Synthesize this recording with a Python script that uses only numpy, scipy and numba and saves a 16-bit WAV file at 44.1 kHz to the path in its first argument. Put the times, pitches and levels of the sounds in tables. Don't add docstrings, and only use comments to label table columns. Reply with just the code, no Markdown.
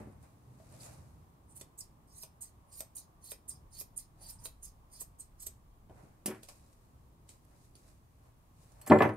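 import sys
import numpy as np
from scipy import signal
from scipy.fft import rfft, irfft, next_fast_len
from scipy.io import wavfile
from scipy.ndimage import uniform_filter1d
from numba import njit

SR = 44100
rng = np.random.default_rng(int(sys.argv[2]) if len(sys.argv) > 2 else 0)


def boost(x):
    u = np.asarray(x, float) / 20
    return 10 ** u


def master(y):
    cut = np.clip(np.atleast_2d(y).T, -1, 1)
    pcm = np.round(cut * 32767)
    wavfile.write(sys.argv[1], SR, pcm.astype(np.int16))


N = 403956

# [bite t/s, run-up/s, cut level/dB, shut t/s, shut level/dB]
CLOSINGS = [
    (1.57, 0.14, -72, 1.608, -53.5),
    (2.185, 0.11, -53, 2.226, -49),
    (2.734, 0.045, -56.5, 2.804, -47.5),
    (3.246, 0.038, -54, 3.316, -44.5),
    (3.741, 0.035, -52, 3.808, -45.5),
    (4.222, 0.035, -59.5, 4.294, -45),
    (4.4, .03, -62.5, 4.454, -42),
    (4.935, 0.035, -57, 5.012, -45.5),
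    (5.406, 0.025, -53.5, 5.467, -58),
]
# [peak t/s, peak level/dB, squeak f/Hz]
OPENINGS = [
    (1.788, -44, 7800),
    (2.419, -42, 8200),
    (2.962, -40.5, 8970),
    (3.49, -41.5, 8630),
    (3.973, -42, 9060),
    (4.637, -44, 8860),
    (5.197, -52, 8300),
]
# [f/Hz, level per Hz/dB]
SLIDE_SPECTRUM = [(3530, -51), (6000, -12.5), (7680, -16), (8640, 0), (9370, -7.5), (10700, -5.5),
                  (11900, -7), (13000, -10), (15800, -18)]
# [f/Hz, level per Hz/dB]
CRUNCH_SPECTRUM = [(1060, -46), (1800, -18), (3250, -18), (4380, -4), (4910, 1), (5700, 0), (7500, -10),
                   (9750, -36), (16500, -120)]
# [peak t/s, length/s,
# level/dB, f/Hz]
SQUEALS = [(.808, .015, -62.5, 4800), (0.83, 0.058, -58, 8400), (0.855, 0.028, -59.5, 7000),
           (0.834, .06, -62, 11000), (1.512, 0.044, -62.5, 8800), (1.569, 0.029, -56.5, 8100),
           (1.57, 0.026, -52.5, 9500), (1.57, 0.031, -57, 12500), (1.792, 0.017, -54, 8100),
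           (2.158, .02, -62, 8800), (2.185, .015, -51.5, 9300), (2.227, .02, -50, 12400),
           (2.426, 0.014, -53, 8300), (2.428, .012, -59, 6060), (2.73, 0.023, -55.5, 8400),
           (2.755, .02, -56, 9000), (2.778, .014, -51, 10000), (2.781, .014, -55, 13500),
           (2.969, .008, -47, 8500), (2.97, 0.018, -51, 11000), (3.244, 0.013, -52.5, 9650),
           (3.265, .02, -57, 12700), (3.31, .02, -47, 12000), (3.506, 0.024, -52, 8900),
           (3.74, .03, -62, 9600), (3.804, 0.03, -41.5, 12400), (3.986, .02, -50, 8800),
           (4.229, 0.037, -56, 9700), (4.245, .05, -61, 12700), (4.331, 0.063, -58.5, 8700),
           (4.648, .03, -57, 6400), (2.697, .05, -74, 9500), (3.277, 0.065, -64, 4320),
           (3.769, 0.054, -62, 4470), (2.744, 0.045, -65.5, 4900), (4.257, 0.076, -61.5, 4700),
           (4.267, .015, -54, 8860), (4.304, .03, -50, 12400), (4.454, .015, -46.5, 8670),
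           (4.455, .015, -54, 12500), (4.638, 0.028, -57, 8900), (4.958, 0.056, -63, 4900),
           (5.011, 0.021, -45, 8300), (5.013, 0.029, -46.5, 12400), (5.208, 0.019, -50, 8200),
           (5.406, 0.013, -49.5, 8300), (5.429, 0.014, -48, 8200), (5.427, .016, -51, 12000),
           (5.469, 0.014, -41, 8170), (5.47, 0.011, -40, 12200), (4.215, 0.076, -70, 720),
           (4.348, .2, -71, 900), (.5, .2, -64, 125), (.78, 0.23, -62, 127.5), (7.755, 0.0046, -62, 4500)]
# [end t/s, peak level/dB, from f/Hz, to f/Hz]
WHISTLES = [(2.423, -36.5, 10300, 8300), (2.97, -42, 10500, 8600), (3.495, -31.5, 11500, 8700),
            (3.9785, -30, 11500, 8800), (5.2025, -46, 9000, 8400), (5.206, -44, 8500, 8250)]
# [t/s, peak level/dB, main ring f/Hz, handle thud level/dB]
TICKS = [(0.124, -65, 8810, -70), (0.2269, -58.5, 9600, -82), (0.6, -67, 5140, -66),
         (0.724, -54, 8360, -67), (1.6118, -38.5, 11160, -54.5), (2.2335, -37, 10800, -59),
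         (2.8054, -32, 8300, -48.5), (3.3176, -38, 12000, -53), (3.811, -43, 12700, -61),
         (4.392, -63, 11000, -85), (4.4555, -35.5, 4070, -53), (5.015, -43.5, 8200, -61.5),
         (5.4675, -38, 7800, -60), (5.896, -68, 3000, -65), (6.432, -42, 8560, -72),
         (6.4872, -40, 8600, -60), (7.2914, -46, 7950, -76), (7.4494, -61, 11700, -86),
         (7.7537, -52, 10100, -75), (8.7194, -57, 6520, -76), (.738, -75, 3000, -61.5),
         (8.794, -63, 8620, -85), (9.136, -59, 11000, -85)]
# [f/Hz, level/dB, t60/s]
BLADE_MODES = [(3670, -19, 0.0025), (4900, -6, 0.005), (8300, 2, 0.0081), (8710, -3, 0.028),
               (9940, -4, 0.006), (12000, 1, 0.0075)]
# [f/Hz, level/dB, t60/s]
HANDLE_MODES = [(443, 3, 0.017), (645, 0, 0.028), (1100, -3, 0.011), (2590, -12, 0.015)]
# [t/s, crack level/dB, crack f/Hz, knuckle
# level/dB, knuckle f/Hz]
STOPS = [(1.612, -57, 2650, -56, 560), (2.2345, -44, 6060, -56, 594), (2.8064, -45, 3650, -49, 623),
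         (3.3182, -41, 3650, -52, 600), (3.8121, -53, 2500, -56, 560), (4.4567, -41, 3960, -51, 500),
         (5.015, -58, 3870, -55, 477), (5.469, -54, 3800, -60, 480), (3.3185, -53, 2640, -54, 660),
         (2.8068, -54, 2900, -52, 470), (2.2344, -56, 2540, -62, 1000), (6.2588, -35, 8860, -36.5, 330)]
# [t/s, peak level/dB, contact cut-off f/Hz, clatter re body/dB, slap level/dB]
BLOWS = [(.002, -43.5, 500, -6, -69), (.07, -44.5, 405, 0, -79), (5.9, -54.5, 700, 8, -80),
         (6.032, -58, 300, 11, -74), (6.259, -47, 2500, -19, -33.5), (6.283, -56, 2840, 17.5, -60),
         (6.31, -53, 2510, 14, -60), (6.345, -60.5, 2000, 15, -65), (6.278, -36.5, 426, -4, -60),
         (6.303, -41, 414, -2, -52), (8.814, -68, 2500, -2, -53.5), (8.863, -68, 2500, 1.5, -50),
         (8.868, -48, 2520, 6, -63), (8.875, -45.5, 2500, -5, -46), (8.899, -44, 3270, 16.5, -63),
         (8.9, -17.5, 346, 4.5, -55), (8.908, -16.5, 850, 7.5, -55), (8.919, -12.5, 1530, -6.5, -64),
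         (8.932, -23.5, 865, -3, -62), (8.955, -19.5, 880, 1.5, -61), (8.986, -40.5, 2780, 12, -57),
         (9.005, -18, 1500, -3, -62), (9.021, -25, 2000, 9.5, -46), (9.051, -23.5, 900, 3, -55),
         (9.091, -37.5, 1610, 8, -61)]
# [f/Hz, level/dB, t60/s]
TABLE_MODES = [(114.7, -10, 0.3), (162, -19, 0.16), (217.6, -7, 0.11), (248, -6.5, 0.12),
               (308.8, -5.5, 0.2), (376.6, -8, 0.11), (454, -5, 0.2), (525.5, -8.5, 0.14), (599, -1, 0.088),
               (690, -4, 0.059), (756, 2, 0.062), (850, -26, 0.084), (920, -5.5, 0.043),
               (1024, -2.5, 0.054), (1152, 2, 0.039), (1250, -27, 0.067), (1620, -16, 0.043),
               (1745, -1, 0.06), (2039, -2, 0.061), (2367, -3.5, 0.052)]
# [f/Hz, level per Hz/dB]
SLAP_SPECTRUM = [(710, -53), (1200, -21), (3170, -3), (3530, -13), (5610, -2), (6600, -6), (10300, 5.5),
                 (13000, 3), (15800, -4)]
# [t/s, peak level/dB, f/Hz, t60/s]
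PANEL_NOTES = [(6.258, -37, 215, 0.12), (6.278, -37.5, 215, 0.22), (6.274, -44, 520, .15),
               (6.26, -46, 754, 0.088), (6.274, -41, 377, 0.17), (6.296, -35, 377, 0.18),
               (6.31, -51, 1290, .08), (8.899, -13, 253, .07), (8.914, -15, 218, 0.28),
               (9.006, -27.5, 218, 0.32), (0.0021, -45, 213, 0.33), (8.91, -29, 180, 0.18),
               (8.92, -30, 2070, .08), (8.93, -25, 740, .07), (8.925, -15.5, 378, 0.23),
               (8.915, -20, 311, 0.27), (8.908, -18.5, 285, 0.093), (8.905, -26.5, 114, .28),
               (8.95, -22, 578, .1), (8.945, -30, 1061, .08), (9.006, -24, 1010, .1),
               (9.006, -27, 1180, 0.074), (9.02, -25, 750, .07), (9.006, -30, 250, .15),
               (9.045, -28.5, 311, .3), (9.08, -40, 1100, .06), (8.92, -27, 500, 0.24),
               (8.92, -28, 605, 0.094), (9.01, -36, 2073, .14), (8.918, -31, 1800, .07),
               (9.005, -29, 1745, 0.092), (9.036, -31, 1745, 0.11), (8.918, -23, 735, .08),
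               (8.92, -26, 750, .07), (8.919, -27, 1110, 0.06), (8.92, -22, 1000, 0.083),
               (9.006, -31, 840, 0.11), (9.05, -27, 378, 0.25), (9.052, -30, 455, 0.11)]
# [t/s, peak level/dB, favoured mode f/Hz, its t60/s]
CLINKS = [(8.817, -68, 4360, 0.99), (8.9, -59, 4340, 0.31), (8.815, -56, 12750, 0.13),
          (8.815, -52, 8050, .03), (8.863, -55, 10050, 0.43), (8.874, -44.5, 6370, 0.019),
          (8.874, -39.5, 12720, 0.058), (8.878, -48.5, 7640, 0.4), (8.986, -53, 7660, 0.2),
          (9.006, -54, 12800, .1), (9.078, -60, 12800, .12), (8.878, -49.5, 8500, 0.18),
          (8.985, -60, 12700, .25), (9.023, -60, 6150, 0.3), (9.032, -49, 12800, 0.091),
          (9.01, -60, 10050, 0.46), (9.09, -55, 4500, 0.015)]
# [f/Hz, level/dB, t60/s]
STEEL_MODES = [(5140, -13.5, 0.032), (7800, -4.5, .02), (9370, -13, .03), (11000, -22, 0.036),
               (14500, -21, 0.05)]
# [peak t/s, swell/s, fade/s, bright level/dB, dull level/dB]
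MOVES = [(0.0, .05, 0.31, -71, -55.5), (.236, 0.06, 0.22, -73, -66), (.76, 0.58, 0.092, -67, -66),
         (.83, 0.068, 0.097, -58, -93), (.86, 0.17, 0.5, -61.5, -58.5), (4.22, 0.13, 0.14, -73, -68.5),
         (4.308, 0.13, 0.17, -65, -71), (4.42, 0.04, 0.25, -71, -68), (5.914, 0.045, 0.19, -86, -78),
         (5.98, 0.13, 0.58, -74, -63.5), (6.36, .1, .3, -72, -80), (6.435, 0.017, 0.076, -58.5, -69),
         (6.49, 0.019, 0.094, -56, -59), (6.73, .01, 0.017, -71, -93), (6.56, 0.071, 1, -72.5, -75.5),
         (7.3, 0.033, 0.12, -60, -85), (7.35, 0.17, 0.1, -92, -76), (7.52, .12, 0.27, -84, -69),
         (7.65, 0.41, 0.13, -72.5, -97), (7.76, 0.011, 0.11, -67, -82), (7.89, 0.27, 0.24, -70, -70.5),
         (8.27, 0.34, 0.17, -78, -70), (8.63, 0.19, 0.37, -70.5, -78), (8.86, 0.4, .03, -74, -62.5)]
# [f/Hz, level per Hz/dB]
RUB_SPECTRUM = [(1470, -20), (2500, -6.5), (3200, -14), (3850, -6), (6020, -5.5), (8590, -2.5), (11300, -7),
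                (15800, -18)]
# [f/Hz, level per Hz/dB]
SWISH_SPECTRUM = [(200, -14), (400, -5.5), (591, 0.5), (2430, -16), (3140, -29), (3500, -36), (4550, -59),
                  (7700, -120)]
# [t/s, hum level/dB]
MOTOR = [(0.0, -52.5), (0.32, -61), (0.86, -59), (1.7, -65.5), (3.0, -66.5), (4.6, -65), (5.7, -67),
         (5.9, -61), (6.3, -66.5), (6.9, -65), (8.7, -66.5)]
# [f/Hz, level per Hz/dB]
FLOOR_SPECTRUM = [(12, -24), (20, 2.5), (74, -0.5), (146, -5), (168, -7), (198, -13), (293, -15),
                  (459, -20.5), (527, -22), (1120, -22.5), (1400, -34.5), (2200, -37.5), (5080, -42),
                  (10200, -40), (14700, -40.5), (16000, -42.5)]
# [f/Hz, likeness]
LIKENESS = [(60, 0.95), (150, 0.87), (380, 0.77), (950, -0.19), (2380, -0.11), (5980, -0.069),
            (15000, -0.096)]
SWAY_DB = (3, 2.5, 1.5, 1.2, .4)
# [f/Hz, t60/s, left-right likeness]
ROOM_BANDS = [(148, 0.37, 1), (594, 0.14, 0.7), (2000, 0.23, 0.064), (5800, 0.085, 0.056),
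              (12000, 0.032, 0.05)]


def strokes():
    spans = [closing(*row) for row in CLOSINGS] + [opening(*row) for row in OPENINGS]
    gate, slide_db, crunch_db, sizzle_db, squeak_hz = in_time(spans)
    slips = grains(6000, spread_db=4.5) * boost(2.8 * drift(150))
    squeak_width_hz = 350
    squeak = rms_one(moving_peak(slips, squeak_hz, np.exp(-np.pi * squeak_width_hz / SR), SR))
    edge = colour(slips, SLIDE_SPECTRUM)
    blade_ring = rms_one(ring(slips, 8820, 0.03))
    slide = patchy(edge, 6700, 11550, patch_db=2.0) + boost(-8) * squeak + boost(-22) * blade_ring
    sizzle = patchy(edge, 11430, 16300, patch_db=1.5)
    hairs = colour(grains(4000, spread_db=2.5), CRUNCH_SPECTRUM)
    crunch = patchy(hairs, 1830, 7220, patch_db=4.5)
    return gate * boost(slide_db - 2.0) * (slide + boost(crunch_db) * crunch + boost(sizzle_db + 4.5) * sizzle)


def closing(bite_s, run_up_s, cut_db, shut_s, shut_db):
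    approach_db, sag_db_per_s, rush_s = -23, 27, 0.028
    fade_s, fade_db = 0.067, -40.5
    hinge_hz, tip_hz = 8800, 11040
    rush_start_s = shut_s - rush_s
    rush_start_db = cut_db - sag_db_per_s * (rush_start_s - bite_s)
    s = [bite_s - run_up_s, bite_s, rush_start_s, shut_s, shut_s + fade_s]
    db = [cut_db + approach_db, cut_db, rush_start_db, shut_db, shut_db + fade_db]
    crunch_db, sizzle_db = (-5.5, -8.5, -9, -8.5, -19), (-15, -9, -6, -5, 4)
    hz = np.interp(s, [s[0], shut_s, s[4]], [hinge_hz, tip_hz, hinge_hz])
    return np.transpose([s, db, crunch_db, sizzle_db, hz])


def opening(peak_s, peak_db, squeak_hz):
    s = peak_s + np.array([-0.011, 0, 0.017, 0.086])
    db = peak_db + np.array([-8, 0, -4.5, -36])
    crunch_db, sizzle_db = (-13, -46, -11.5, 1), (-12, -11, -10, -3)
    return np.transpose([s, db, crunch_db, sizzle_db, [squeak_hz] * 4])


def patchy(x, low_hz, high_hz, patch_db):
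    edges = np.geomspace(low_hz, high_hz, num=7)
    total = 0
    for pair in zip(edges, edges[1:]):
        band = signal.sosfilt(signal.butter(2, pair, "band", fs=SR, output="sos"), x)
        total = total + band * boost(patch_db * drift(110))
    return rms_one(total)


def squeals():
    out = np.zeros(N)
    width = 0.067
    lead_s = 0.15
    t = np.arange(13230) / SR - lead_s
    for s, length_s, db, hz in SQUEALS:
        limits = [hz * (1 - width / 2), hz * (1 + width / 2)]
        band = signal.butter(1, limits, "band", fs=SR, output="sos")
        grit = rms_one(signal.sosfilt(band, rng.standard_normal(13230)))
        add(out, s - lead_s, boost(db) * grit * np.exp(-(2 * t / length_s) ** 2))
    return out


def ticks():
    out = np.zeros(N)
    high = signal.butter(2, 2200, "high", fs=SR, output="sos")
    dull = signal.butter(1, [330, 1500], "band", fs=SR, output="sos")
    for s, db, hz, thud_db in TICKS:
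        push = np.pad(0.34 * rms_one(puff(0.017, size=500)), (0, 2500))
        bright = 0.21 * ring(push, hz, 0.0097)
        bright += 0.11 * strike(BLADE_MODES, push, spread_db=3.0)
        bright += 0.83 * signal.sosfilt(high, push)
        thud = boost(-14.5) * strike(HANDLE_MODES, push, spread_db=3.5)
        thud += boost(2.0) * signal.sosfilt(dull, puff(0.043, size=3000))
        add(out, s, boost(db - 4.5) * bright + boost(thud_db + 1.5) * thud)
    return out


def whistles():
    out, t = np.zeros(N), np.arange(-441, 882) / SR
    glide_s, glide_db, bloom_s = 0.007, -13, 0.0018
    for s, db, from_hz, to_hz in WHISTLES:
        hz = np.interp(t, [-glide_s, 0], [from_hz, to_hz])
        gliding = (t > -glide_s) * (t < 0)
        level = np.exp(-(t / bloom_s) ** 2) + boost(glide_db) * gliding
        add(out, s + t[0], boost(db) * level * np.sin(2 * np.pi * np.cumsum(hz) / SR))
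    return out


def stops():
    out, click = np.zeros(N), np.pad([1.], (0, 4000))
    for s, crack_db, crack_hz, knuckle_db, knuckle_hz in STOPS:
        crack = boost(crack_db) * ring(click, crack_hz, t60=0.01)
        knuckle = boost(knuckle_db) * ring(click, knuckle_hz, t60=0.048)
        add(out, s, crack + knuckle)
    return out


def blows():
    out, size = np.zeros(N), 12600
    slap = colour(rng.standard_normal(N), SLAP_SPECTRUM)
    firm = signal.butter(4, 100, "high", fs=SR, output="sos")
    dark = signal.butter(2, 2300, fs=SR, output="sos")
    for s, db, soft_hz, clatter_db, slap_db in BLOWS:
        push = np.pad(1 + 0.13 * puff(0.021, size=600), (0, size - 600)) * decay(0.011, size)
        soft = signal.butter(3, soft_hz, fs=SR, output="sos")
        force = signal.sosfilt(soft, np.diff(push, prepend=0))
        body = strike(TABLE_MODES, force, spread_db=1.0)
        clatter = rms_one(signal.sosfilt(soft, rng.standard_normal(size)))
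        low = signal.sosfilt(dark, clatter)
        clatter = (low + (clatter - low) * decay(0.091, size)) * decay(0.16, size)
        add(out, s, boost(db - 3.5) * signal.sosfilt(firm, body + boost(clatter_db - 4.5) * clatter))
        slap_t60 = np.interp(slap_db, [-46, -36], [0.05, 0.095])
        piece = slap[int(s * SR / 2):][:size]
        add(out, s, boost(slap_db + 5.5) * piece * decay(slap_t60, size))
    return out


def notes():
    out, t = np.zeros(N), np.arange(13000) / SR
    rise_s = 0.0027
    for s, db, hz, t60 in PANEL_NOTES:
        level = boost(db - 60 * t / t60) * (1 - np.exp(-t / rise_s))
        add(out, s, level * np.sin(2 * np.pi * hz * t))
    return out


def clinks():
    out, click = np.zeros(N), np.pad([1.], (0, 12000))
    for s, db, hz, t60 in CLINKS:
        add(out, s, boost(db) * (ring(click, hz, t60) + strike(STEEL_MODES, click, spread_db=2.5)))
    return out


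def rustle():
    t, bright, dull = np.arange(0, N, 32) / SR, 0, 0
    range_db = 30.5
    for s, swell_s, fade_s, bright_db, dull_db in MOVES:
        shape = boost(-range_db * np.maximum((s - t) / swell_s, (t - s) / fade_s))
        bright = bright + boost(bright_db) * shape
        dull = dull + boost(dull_db) * shape
    bright, dull = (np.interp(np.arange(N) / SR, t, level) for level in (bright, dull))
    rub = [colour(grains(12000, spread_db=5.0), RUB_SPECTRUM) * boost(1.0 + 1.0 * drift(37))
           for side in range(2)]
    swish = [colour(rng.standard_normal(N), SWISH_SPECTRUM) * boost(1.4 * drift(31)) for side in range(2)]
    return bright * np.array(rub) + dull * np.array(swish)


def background():
    t, hum_db = np.arange(N) / SR, in_time([MOTOR])[1]
    rumble_db = -72 + 8 * np.exp(-((t - 4.5) / 2) ** 2) - 15 * np.exp(-(t / 1.24) ** 2)
    drone_db = -73 + 0.27 * (hum_db - hum_db.mean()) - 0.38 * t
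    road_db = -82.5 + 7.5 * np.exp(-((t - 2.1) / 4.9) ** 2)
    hiss_db = -76
    size = next_fast_len(N)
    hz = np.maximum(np.fft.rfftfreq(size, 1 / SR), 1)
    alike = np.clip(amp_of_hz(LIKENESS, hz), -1, 1)
    mid, side = rfft(rng.standard_normal((2, size))) * boost(amp_of_hz(FLOOR_SPECTRUM, hz))
    pair = correlated(mid, side, alike)
    edges = np.log([25, 60, 250, 750, 1400, 40000])
    out = 0
    for k, db in enumerate([rumble_db, hum_db, drone_db, road_db, hiss_db]):
        above = 1 / (1 + np.exp(-8 * (np.log(hz) - edges[k]))) if k else 1
        below = 1 / (1 + np.exp(8 * (np.log(hz) - edges[k + 1])))
        band = rms_one(irfft(pair * np.sqrt(above * below), size)[:, :N])
        out = out + band * boost(db + SWAY_DB[k] * drift(5.9))
    motor_level = boost(hum_db - 8 + 3.3 * drift(6.9))
    return out + motor_level * np.sin(2 * np.pi * 117 * t + 1.9 * drift(3.5))


def room(x):
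    size = SR // 2
    t, tail, white = np.arange(size) / SR, 0, rng.standard_normal((2, size))
    onset = np.minimum(t / 0.0036, 1)
    for hz, t60, alike in ROOM_BANDS:
        limits = [hz / 2.13, min(hz * 1.6, 19000)]
        band = signal.butter(1, limits, "band", fs=SR, output="sos")
        pair = correlated(white[0], white[1], np.clip(alike, 0, 1))
        tail = tail + signal.sosfilt(band, pair) * decay(t60, size) * onset
    return signal.fftconvolve(x[None], tail / np.sqrt(np.sum(tail ** 2) / 2), axes=1)[:, :N]


def side_walls(x):
    thin = signal.sosfilt(signal.butter(2, 350, "high", fs=SR, output="sos"), x)
    echo = sum(np.interp(np.arange(N) - s * SR, np.arange(N), thin) for s in (0.0021, 0.0047))
    return echo * [[1], [-1]]


def place(x, pan_db, lag):
    late = np.interp(np.arange(N) - lag, np.arange(N), x)
    return np.array([late * boost(pan_db / 2), x * boost(-pan_db / 2)])


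def scatter(pair):
    size = next_fast_len(N)
    hz = np.fft.rfftfreq(size, 1 / SR)
    spread_s, band_hz = 0.000593, 500
    treble = np.clip(hz / 1500 - 1, 0, 1)
    delay = [spread_s * np.interp(hz / band_hz, np.arange(100), rng.standard_normal(100)) * treble
             for path in range(2)]
    phase = 2 * np.pi * np.cumsum(delay, axis=1) * hz[1]
    one, other = irfft(rfft(pair[0], size) * np.exp(-1j * phase), size)[:, :N]
    share = np.pi / 4 * (1 + np.tanh(1.5 * drift(5.0)))
    return np.array([np.cos(share) * one + np.sin(share) * other, pair[1]])


def correlated(mid, side, alike):
    return np.sqrt(1 + alike) * mid + np.sqrt(1 - alike) * side * [[1], [-1]]


def strike(modes, push, spread_db):
    own = boost(spread_db * rng.standard_normal(len(modes))) * rng.choice([-1, 1], len(modes))
    return sum(boost(db) * gain * ring(push, hz, t60) for (hz, db, t60), gain in zip(modes, own))


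def ring(clicks, hz, t60):
    r, w = boost(-60 / (t60 * SR)), 2 * np.pi * hz / SR
    return signal.lfilter([0, np.sin(w)], [1, -2 * r * np.cos(w), r * r], clicks + 1e-18)


@njit
def moving_peak(x, hz, r, sr):
    y = np.zeros(len(x))
    for i in range(2, len(x)):
        drive = (1 - r * r) / 2 * (x[i] - x[i - 2])
        y[i] = drive + 2 * r * np.cos(2 * np.pi * hz[i] / sr) * y[i - 1] - r * r * y[i - 2]
    return y


def grains(per_s, spread_db):
    sizes = boost(spread_db * np.minimum(rng.exponential(1, N), 4)) * rng.choice([-1, 1], N)
    return sizes * (rng.random(N) < per_s / SR)


def decay(t60, size):
    return boost(-60 * np.arange(size) / SR / t60)


def puff(t60, size):
    return rng.standard_normal(size) * decay(t60, size)


def drift(rate):
    steps = rng.standard_normal(int(N / SR * 200))[:int(N / SR * rate) + 2]
    return np.interp(np.arange(N) * rate / SR, np.arange(len(steps)), steps)


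def amp_of_hz(points, hz):
    return np.interp(np.log(hz), np.log(np.array(points)[:, 0]), np.array(points)[:, 1])


def colour(x, points):
    size = next_fast_len(len(x))
    hz = np.maximum(np.fft.rfftfreq(size, 1 / SR), 1)
    return rms_one(irfft(rfft(x, size) * boost(amp_of_hz(points, hz)), size)[:len(x)])


def rms_one(x):
    return x / np.sqrt(np.mean(x ** 2) + 1e-20)


def in_time(tables):
    t, gate, rows = np.arange(N) / SR, np.zeros(N), np.vstack(tables)
    s, *columns = rows[np.argsort(rows[:, 0])].T
    for table in tables:
        gate[(t >= table[0][0]) & (t <= table[-1][0])] = 1
    return [uniform_filter1d(gate, size=100)] + [np.interp(t, s, column) for column in columns]


def add(out, s, x):
    i = int(s * SR)
    out[i:i + len(x)] += x[:len(out) - i]


def scene():
    scissors = strokes() + ticks() + squeals()
    table, steel, stop = blows(), clinks(), stops()
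    moving = place(scissors, pan_db=-4.0, lag=3 + 1.35 * drift(2.494))
    near = place(whistles(), pan_db=-6.0, lag=0.8) + place(stop, pan_db=-2.0, lag=0.6)
    near += place(notes(), pan_db=1.0, lag=0.3)
    near += place(table, pan_db=0.9, lag=1.54) + place(steel, pan_db=-1.6, lag=0.66)
    echoes = room(boost(-5) * scissors + boost(-8.0) * table + boost(-11.5) * (steel + stop))
    echoes += side_walls(boost(-11.5) * scissors + boost(-16) * table)
    return near + echoes + rustle() + background() + scatter(moving)


def low_pass(x):
    return signal.sosfilt(signal.butter(12, 16440, fs=SR, output="sos"), x)


def record(dry):
    rounded = 1.1 * np.tanh(dry / 1.101)
    top_cut = signal.cheby2(18, 60, 16130, fs=SR, output="sos")
    mix = signal.sosfilt(top_cut, rounded)
    return low_pass(mix)


dry = scene()
out = record(dry)
master(out)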